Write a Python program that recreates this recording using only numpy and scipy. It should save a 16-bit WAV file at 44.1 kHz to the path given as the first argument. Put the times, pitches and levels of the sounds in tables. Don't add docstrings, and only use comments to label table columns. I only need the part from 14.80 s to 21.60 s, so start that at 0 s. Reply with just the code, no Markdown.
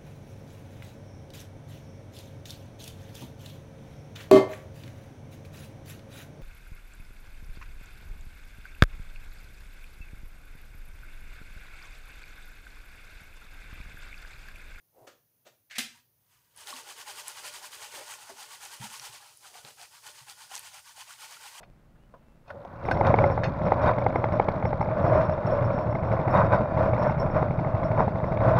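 import sys
import numpy as np
from scipy import signal
from scipy.fft import rfft, irfft
from scipy.io import wavfile

SR = 44100
rng = np.random.default_rng(int(sys.argv[2]) if len(sys.argv) > 2 else 0)


def store_pcm(level_fs):
    pcm = np.round(np.clip(level_fs, -1, 1) * 32767).astype(np.int16)
    wavfile.write(sys.argv[1], SR, np.atleast_2d(pcm).T)


N = 299880
TIME = np.arange(N) / SR

# fastest_s, level_db, half_length_s
STROKES = [(1.812, -51, 0.019), (1.899, -42, .016), (1.978, -45.5, 0.025), (2.101, -45.5, 0.021),
           (2.203, -45.5, .019), (2.299, -43, .019), (2.389, -43.5, .021), (2.49, -45, 0.022),
           (2.585, -45, 0.02), (2.669, -41.5, .018), (2.759, -43.5, .021), (2.851, -44.5, .018),
           (2.948, -45.5, 0.02), (3.041, -44.5, 0.024), (3.157, -44.5, 0.024), (3.216, -49.5, 0.047),
           (3.316, -43.5, 0.024), (3.423, -51.5, 0.03), (3.502, -49.5, 0.018), (3.615, -47, 0.027),
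           (3.733, -47, 0.024), (3.845, -45.5, 0.022), (3.938, -46, 0.022), (4.048, -43.5, 0.022),
           (4.148, -44.5, 0.024), (4.255, -44.5, .024), (4.35, -48.5, .021), (4.442, -56.5, 0.053),
           (4.666, -52, 0.022), (4.774, -50, .022), (4.882, -52, 0.023), (5.024, -50, .022),
           (5.158, -54.5, 0.022), (5.278, -47.5, 0.02), (5.386, -52, 0.027), (5.506, -48.5, 0.017),
           (5.621, -50.5, .026), (5.754, -44, 0.024), (5.86, -48, .021), (5.963, -49, 0.022),
           (6.09, -52, .022), (6.204, -47, 0.02), (6.311, -49, 0.025), (6.435, -45.5, 0.022),
           (6.53, -48, 0.025), (6.661, -48, 0.034), (6.785, -49, 0.034)]
# centre_s, level_db, half_length_s
SEEP = [(1.165, -63, 0.022), (1.535, -69, 0.019), (1.61, -74.5, 0.087), (1.76, -73, 0.036)]
# frequency_hz, level_db
BRUSH = [(100, -22), (280, -8), (450, 2), (650, 2), (980, -7), (1200, -21), (3000, -31), (9000, -30.5)]
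SCUFF = [(25, -50), (130, -16.5), (500, 7), (850, -5.5), (1400, -3), (2000, -8.5), (3500, -8), (4800, -13),
         (6500, -11.5), (12000, -27), (15500, -25)]
SCRAPE = [(25, -63), (380, -34), (600, -17), (1150, -21), (1600, -3), (2250, 0.5), (3000, -10), (4500, -12),
          (6400, -17), (10000, -25.5), (15500, -36)]
KNOCK = [(25, -64), (130, -9), (250, -4), (420, -10.5), (1200, -9), (1700, 2.5), (2200, 1), (2900, 2),
         (3800, -2), (5200, -2), (7500, -6), (10000, -6.5), (15500, -17.5)]


def amp(db):
    return 10 ** (np.asarray(db) / 20)


def unit_rms(x):
    return x / np.sqrt(np.mean(x ** 2) + 1e-20)


def value_at(points, hz):
    f, value = np.transpose(points)
    return np.interp(np.log(hz + 1), np.log(f), value)


def add(mix, start_s, sound):
    part = mix[max(round(start_s * SR), 0):][:len(sound)]
    part += sound[:len(part)]


def colour(x, spectrum):
    gain = amp(value_at(spectrum, np.fft.rfftfreq(len(x), 1 / SR)))
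    return unit_rms(irfft(rfft(x) * gain, len(x)))


def flutter(hz):
    f = np.fft.rfftfreq(N, 1 / SR)
    return unit_rms(irfft(rfft(rng.standard_normal(N)) / (1 + (f / hz) ** 4), N))


def clicks(per_s, spread_db):
    size = amp(spread_db * np.minimum(rng.exponential(1, N), 4))
    return size * rng.choice([-1, 1], N) * (rng.random(N) < per_s / SR)


def ring(hz, t60, glide=0., swell_cycles=0.19):
    t = np.arange(int(t60 * SR) + 8) / SR
    tone = np.sin(2 * np.pi * hz * t * (1 + glide * t / t60))
    attack = 1 - np.exp(-t * hz / swell_cycles)
    wave = tone * attack * amp(-60 * t / t60)
    return wave / abs(wave).max()


def grains(lo_hz, hi_hz, cycles, per_s, spread_db, glide, count):
    out = np.zeros(N)
    for hz in np.linspace(lo_hz, hi_hz, count):
        grain = ring(hz, cycles / hz, glide)
        out += signal.oaconvolve(clicks(per_s / count, spread_db), grain / np.linalg.norm(grain))[:N]
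    return unit_rms(out)


def resonate(x, hz, width_hz):
    turn = np.exp(2j * np.pi * np.cumsum(hz) / SR)
    pole = np.exp(-np.pi * width_hz / SR)
    return 2 * (turn * signal.lfilter([1 - pole], [1, -pole], x / turn)).real


def swells(rows):
    centre_s, db, half_s = np.transpose(rows)[:, :, None]
    t = TIME[::32]
    power = amp(db) ** 2 * np.exp(-.5 * ((t - centre_s) / half_s) ** 2)
    return np.interp(TIME, t, np.sqrt(power.sum(0)))


def stroke_gain(stretch=1, follow=1, lead_s=0, push_db=0, pivot_db=-51.5):
    fastest_s, effort_db, half_s = np.transpose(STROKES)
    push = np.resize([-1, 1], len(STROKES))
    db = pivot_db + follow * (effort_db - pivot_db) + push_db * push
    return swells(np.column_stack([fastest_s - lead_s, db, half_s * stretch]))


def gravel(pings_db=-7, rough_db=0.9, gain_db=-1):
    # frequency_hz, level_db
    rasp_spectrum = [(300, -27), (700, -10), (1200, -1.5), (1600, -1), (2300, 0.5), (3050, 3), (3800, -1.5),
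                     (4900, 1.5), (5600, -1.5), (6500, 2.5), (7400, -0.5), (8400, 2), (10000, -1.5),
                     (11800, -7), (15500, -8)]
    grit = grains(1200, 15000, cycles=11, per_s=6000, spread_db=3.0, glide=0, count=24)
    pings = grains(1400, 6000, cycles=60, per_s=420, spread_db=2.6, glide=.04, count=36)
    bed = grit + amp(pings_db) * pings + rng.standard_normal(N)
    rasp = colour(bed, rasp_spectrum) * amp(rough_db * flutter(54))
    sliding = amp(gain_db) * stroke_gain(stretch=0.98, follow=1.13, lead_s=-0.00028)
    return rasp * (sliding + swells(SEEP))


def sand(gain_db=-9):
    # frequency_hz, level_db
    sand_spectrum = [(1000, -20.5), (3000, 2.5), (4900, 3), (5600, -6.5), (6500, -2.5), (7400, -8.5),
                     (8400, -9), (10000, -16), (11800, -16.5), (15500, -16)]
    hiss = colour(clicks(per_s=14000, spread_db=3.4), sand_spectrum)
    return amp(gain_db) * hiss * stroke_gain(stretch=1.02, follow=0.44, lead_s=-0.0011)


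def silt(stir_s=1.75, rise_s=0.033, gain_db=-61):
    # frequency_hz, level_db
    silt_spectrum = [(1000, -24), (3000, -10), (5000, 0), (6500, 0), (7500, -2.5), (9500, 0), (12000, -7.5),
                     (15500, -9)]
    whisper = colour(clicks(per_s=12000, spread_db=2.6), silt_spectrum)
    return amp(gain_db) * whisper * np.clip((TIME - stir_s) / rise_s, 0, 1)


def slosh(wave, bubbles_db=-7, swing_share=0.069, wander_share=0.026, wave_db=-5, seep_db=-6):
    # frequency_hz, level_db
    bubble_spectrum = [(200, -28), (520, -11.5), (680, -9), (790, -4), (900, -10.5), (1080, -21.5),
                       (1230, -26.5), (1450, -12), (1750, -18), (3000, -7.5), (8000, -45)]
    # time_s, pitch_hz
    hollow = [(1.8, 930), (3.3, 912), (4.4, 888), (4.72, 760), (5.0, 820), (5.2, 956), (5.75, 866),
              (6.2, 940), (6.8, 936)]
    # pitch_ratio, width_hz, level_db
    hollow_modes = [(.97, 90, -0.5), (1.15, 112, -2.5), (1.621, 150, -5), (1.95, 220, -10.5)]
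    bubbles = grains(700, 2600, cycles=38, per_s=650, spread_db=2.2, glide=.04, count=32)
    fastest_s = np.transpose(STROKES)[0]
    swing = np.interp(TIME, fastest_s, np.resize([1, -1], len(STROKES)))
    bend = 1 + swing_share * swing + wander_share * flutter(33.5)
    pitch = np.interp(TIME, *np.transpose(hollow)) * bend
    stirring = clicks(per_s=900, spread_db=1.46)
    ringing = np.zeros(N)
    for ratio, width_hz, db in hollow_modes:
        hz = ratio * pitch
        ringing += amp(db) * resonate(resonate(stirring, hz, width_hz), hz, width_hz)
    water = unit_rms(amp(bubbles_db) * colour(bubbles, bubble_spectrum) + unit_rms(ringing))
    return water * (amp(wave_db) * wave + amp(seep_db) * swells(SEEP))


def gurgle(gain_db=-4):
    # time_s, relative_db
    churn = [(1.8, -14.5), (2.9, -14), (3.8, -19), (4.95, -14), (5.2, -19.5), (5.8, -25.5), (6.3, -33),
             (6.5, -20.5), (6.8, -20)]
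    # centre_s, level_db, half_length_s
    surges = [(1.94, -64, 0.048), (2.645, -61, 0.008), (3.19, -47.5, 0.025), (3.51, -50, 0.013),
              (4.865, -63, 0.023), (5.29, -60, 0.0078)]
    # frequency_hz, level_db
    gurgle_spectrum = [(30, -50), (130, -5), (230, -6), (330, 0.5), (450, 9.5), (590, 5), (700, -1),
                       (1200, 17), (4000, -24)]
    bubbles = grains(231, 890, cycles=21.0, per_s=400, spread_db=0.5, glide=0.044, count=14)
    water = colour(bubbles + .5 * rng.standard_normal(N), gurgle_spectrum)
    churning = amp(np.interp(TIME, *np.transpose(churn))) * stroke_gain(stretch=1.63)
    return amp(gain_db) * water * np.hypot(churning, swells(surges))


def stray_bubbles(wave, lo_hz=800, hi_hz=5500, gain_db=1, spread_db=3, cycles=42, count=170):
    out = np.zeros(N)
    for when, height, strength in rng.random((count, 3)):
        at = int(when * N)
        hz = lo_hz * (hi_hz / lo_hz) ** height
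        gain = wave[at] * amp(gain_db + spread_db * (2 * strength - 1))
        add(out, at / SR, gain * ring(hz, cycles / hz, glide=0.021, swell_cycles=0.3))
    return out


def pan_body(drive):
    # pitch_hz, width_hz, level_db
    pan_modes = [(603, 12, 11), (885, 35, -11), (1452, 30, -3), (1940, 30, -6), (3040, 60, -10)]
    return drive + sum(amp(db) * signal.lfilter(*signal.iirpeak(hz, hz / width_hz, SR), drive)
                       for hz, width_hz, db in pan_modes)


def glugs(cycles=46, gain_db=-1):
    # start_s, pitch_hz, level_db
    bubbles = [(1.763, 9600, -40.5), (1.775, 9800, -35.5), (1.927, 1104, -33.5), (1.935, 257, -51.5),
               (1.938, 3930, -34.5), (1.963, 2780, -37.5), (3.298, 884, -45), (3.338, 2430, -39),
               (3.498, 668, -40), (3.514, 390, -50), (4.025, 908, -38), (4.041, 924, -37.5),
               (4.054, 853, -40), (4.573, 10200, -39), (4.753, 750, -47), (5.715, 775, -40),
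               (6.306, 1400, -41), (6.568, 1380, -44)]
    out = np.zeros(N)
    for start_s, hz, db in bubbles:
        add(out, start_s, amp(db + gain_db) * ring(hz, cycles / hz, glide=0.021, swell_cycles=0.67))
    return out


def pebbles(gain_db=-3.5, t60=.007, width_hz=1900):
    # time_s, level_db, pitch_hz
    strikes = [(1.8711, -32, 4050), (2.4808, -23.5, 9340), (4.1959, -28, 5110), (4.8484, -37.5, 3400),
               (5.0135, -37, 4180), (5.4969, -31.5, 5090), (5.7523, -24.5, 7220), (5.7624, -27, 6520),
               (5.7774, -28, 6310), (5.7924, -29, 10500)]
    out = np.zeros(N)
    t, f = np.arange(512) / SR, np.fft.rfftfreq(512, 1 / SR)
    for time_s, db, hz in strikes:
        band = 1 / (1 + ((f - hz) / width_hz) ** 2)
        crack = unit_rms(irfft(band * np.exp(2j * np.pi * rng.random(len(f)))))
        add(out, time_s + .001, amp(db + gain_db - 60 * t / t60) * crack)
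    return out


def handling():
    # peak_s, level_db, rise_s, t60_s, spectrum
    contacts = [(0.276, -47.5, 0.0083, 0.12, SCUFF), (0.676, -51.5, 0.027, 0.064, SCUFF),
                (0.902, -54, 0.0042, 0.09, SCRAPE), (0.912, -43.5, 0.0045, 0.22, SCRAPE),
                (0.96, -37, 0.0087, 0.12, SCRAPE), (.983, -26.5, 0.00092, 0.14, KNOCK),
                (3.499, -44, 0.0036, 0.054, BRUSH), (4.849, -48.5, 0.0015, 0.095, SCUFF)]
    # centre_s, level_db, half_length_s
    slides = [(.178, -60, 0.016), (.226, -58, .026)]
    out = colour(rng.standard_normal(N), BRUSH) * swells(slides) * amp(1.5 * flutter(60))
    for peak_s, db, rise_s, t60, spectrum in contacts:
        t = np.arange(-rise_s, t60, 1 / SR)
        envelope = np.minimum(1 + t / rise_s, 1) * amp(-60 * np.maximum(t, 0) / t60)
        impacts = clicks(per_s=5000, spread_db=0.97) + 0.19 * rng.standard_normal(N)
        rattle = colour(impacts[:SR], spectrum)
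        add(out, peak_s - rise_s, amp(db) * envelope * rattle[:len(t)])
    return out


def bumps():
    # start_s, peak_db, pitch_hz, t60_s
    touches = [(.215, -60.5, 122, 0.16), (0.989, -37, 243, 0.1), (.987, -70, 135, 0.11),
               (3.999, -41, 125, 0.15), (4.008, -45.5, 189, 0.059), (4.035, -44, 207, 0.08),
               (4.197, -60, 130, 0.23), (4.291, -55, 120, 0.1), (4.842, -53.5, 136, 0.062),
               (5.412, -56.5, 127, 0.13)]
    out = np.zeros(N)
    for start_s, db, hz, t60 in touches:
        add(out, start_s, amp(db) * ring(hz, t60, swell_cycles=1.1))
    return out


def tub_rumble(stroke_db=-32, seep_db=-11):
    # frequency_hz, level_db
    rumble_spectrum = [(25, -29), (70, -1), (120, -1), (190, -11.5), (400, -28), (2000, -64)]
    sway = amp(stroke_db) * stroke_gain(stretch=2.4, follow=0.45) + amp(seep_db) * swells(SEEP)
    return colour(rng.standard_normal(N), rumble_spectrum) * sway * amp(2.9 * flutter(22))


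def room(x, gap_s=.004):
    # frequency_hz, t60_s
    decay_times = [(120, 0.44), (500, 0.29), (2500, 0.32), (6000, 0.34), (12000, 0.24)]
    taps = rng.standard_normal(SR // 2) * (np.arange(SR // 2) > gap_s * SR)
    hz, t, bands = signal.stft(taps, SR, nperseg=256)
    decay = amp(-60 * t / value_at(decay_times, hz)[:, None])
    tail = signal.istft(bands * decay, SR, nperseg=256)[1]
    return signal.fftconvolve(x, tail / np.linalg.norm(tail))[:N]


def room_tone(gain_db=-68.5):
    # frequency_hz, level_db
    quiet_spectrum = [(25, -31), (60, -1), (125, 13.5), (200, -1), (500, -3), (1500, -11.5), (4000, -14),
                      (6500, -9), (7700, -20.5), (9500, -6.5), (12500, -2.5), (15500, 1)]
    return amp(gain_db) * colour(rng.standard_normal(N), quiet_spectrum)


def scene(shaking_room_db=-17, knock_room_db=-5, bump_room_db=-12):
    wave = stroke_gain(stretch=0.91, follow=0.76, lead_s=0.0045, push_db=0.5)
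    load = gravel() + sand() + silt() + slosh(wave) + gurgle() + stray_bubbles(wave)
    shaking = pan_body(load) + glugs() + pebbles()
    knocks, booms = handling(), bumps()
    echo = room(amp(shaking_room_db) * shaking + amp(knock_room_db) * knocks + amp(bump_room_db) * booms)
    return (shaking + knocks + booms + echo + tub_rumble() + room_tone())[None]


def record(dry, edge_hz=15600):
    low_pass = signal.firwin(511, edge_hz, window=("kaiser", 9), fs=SR)
    return signal.oaconvolve(dry, low_pass[None], "same")


dry = scene()
out = record(dry)
store_pcm(out)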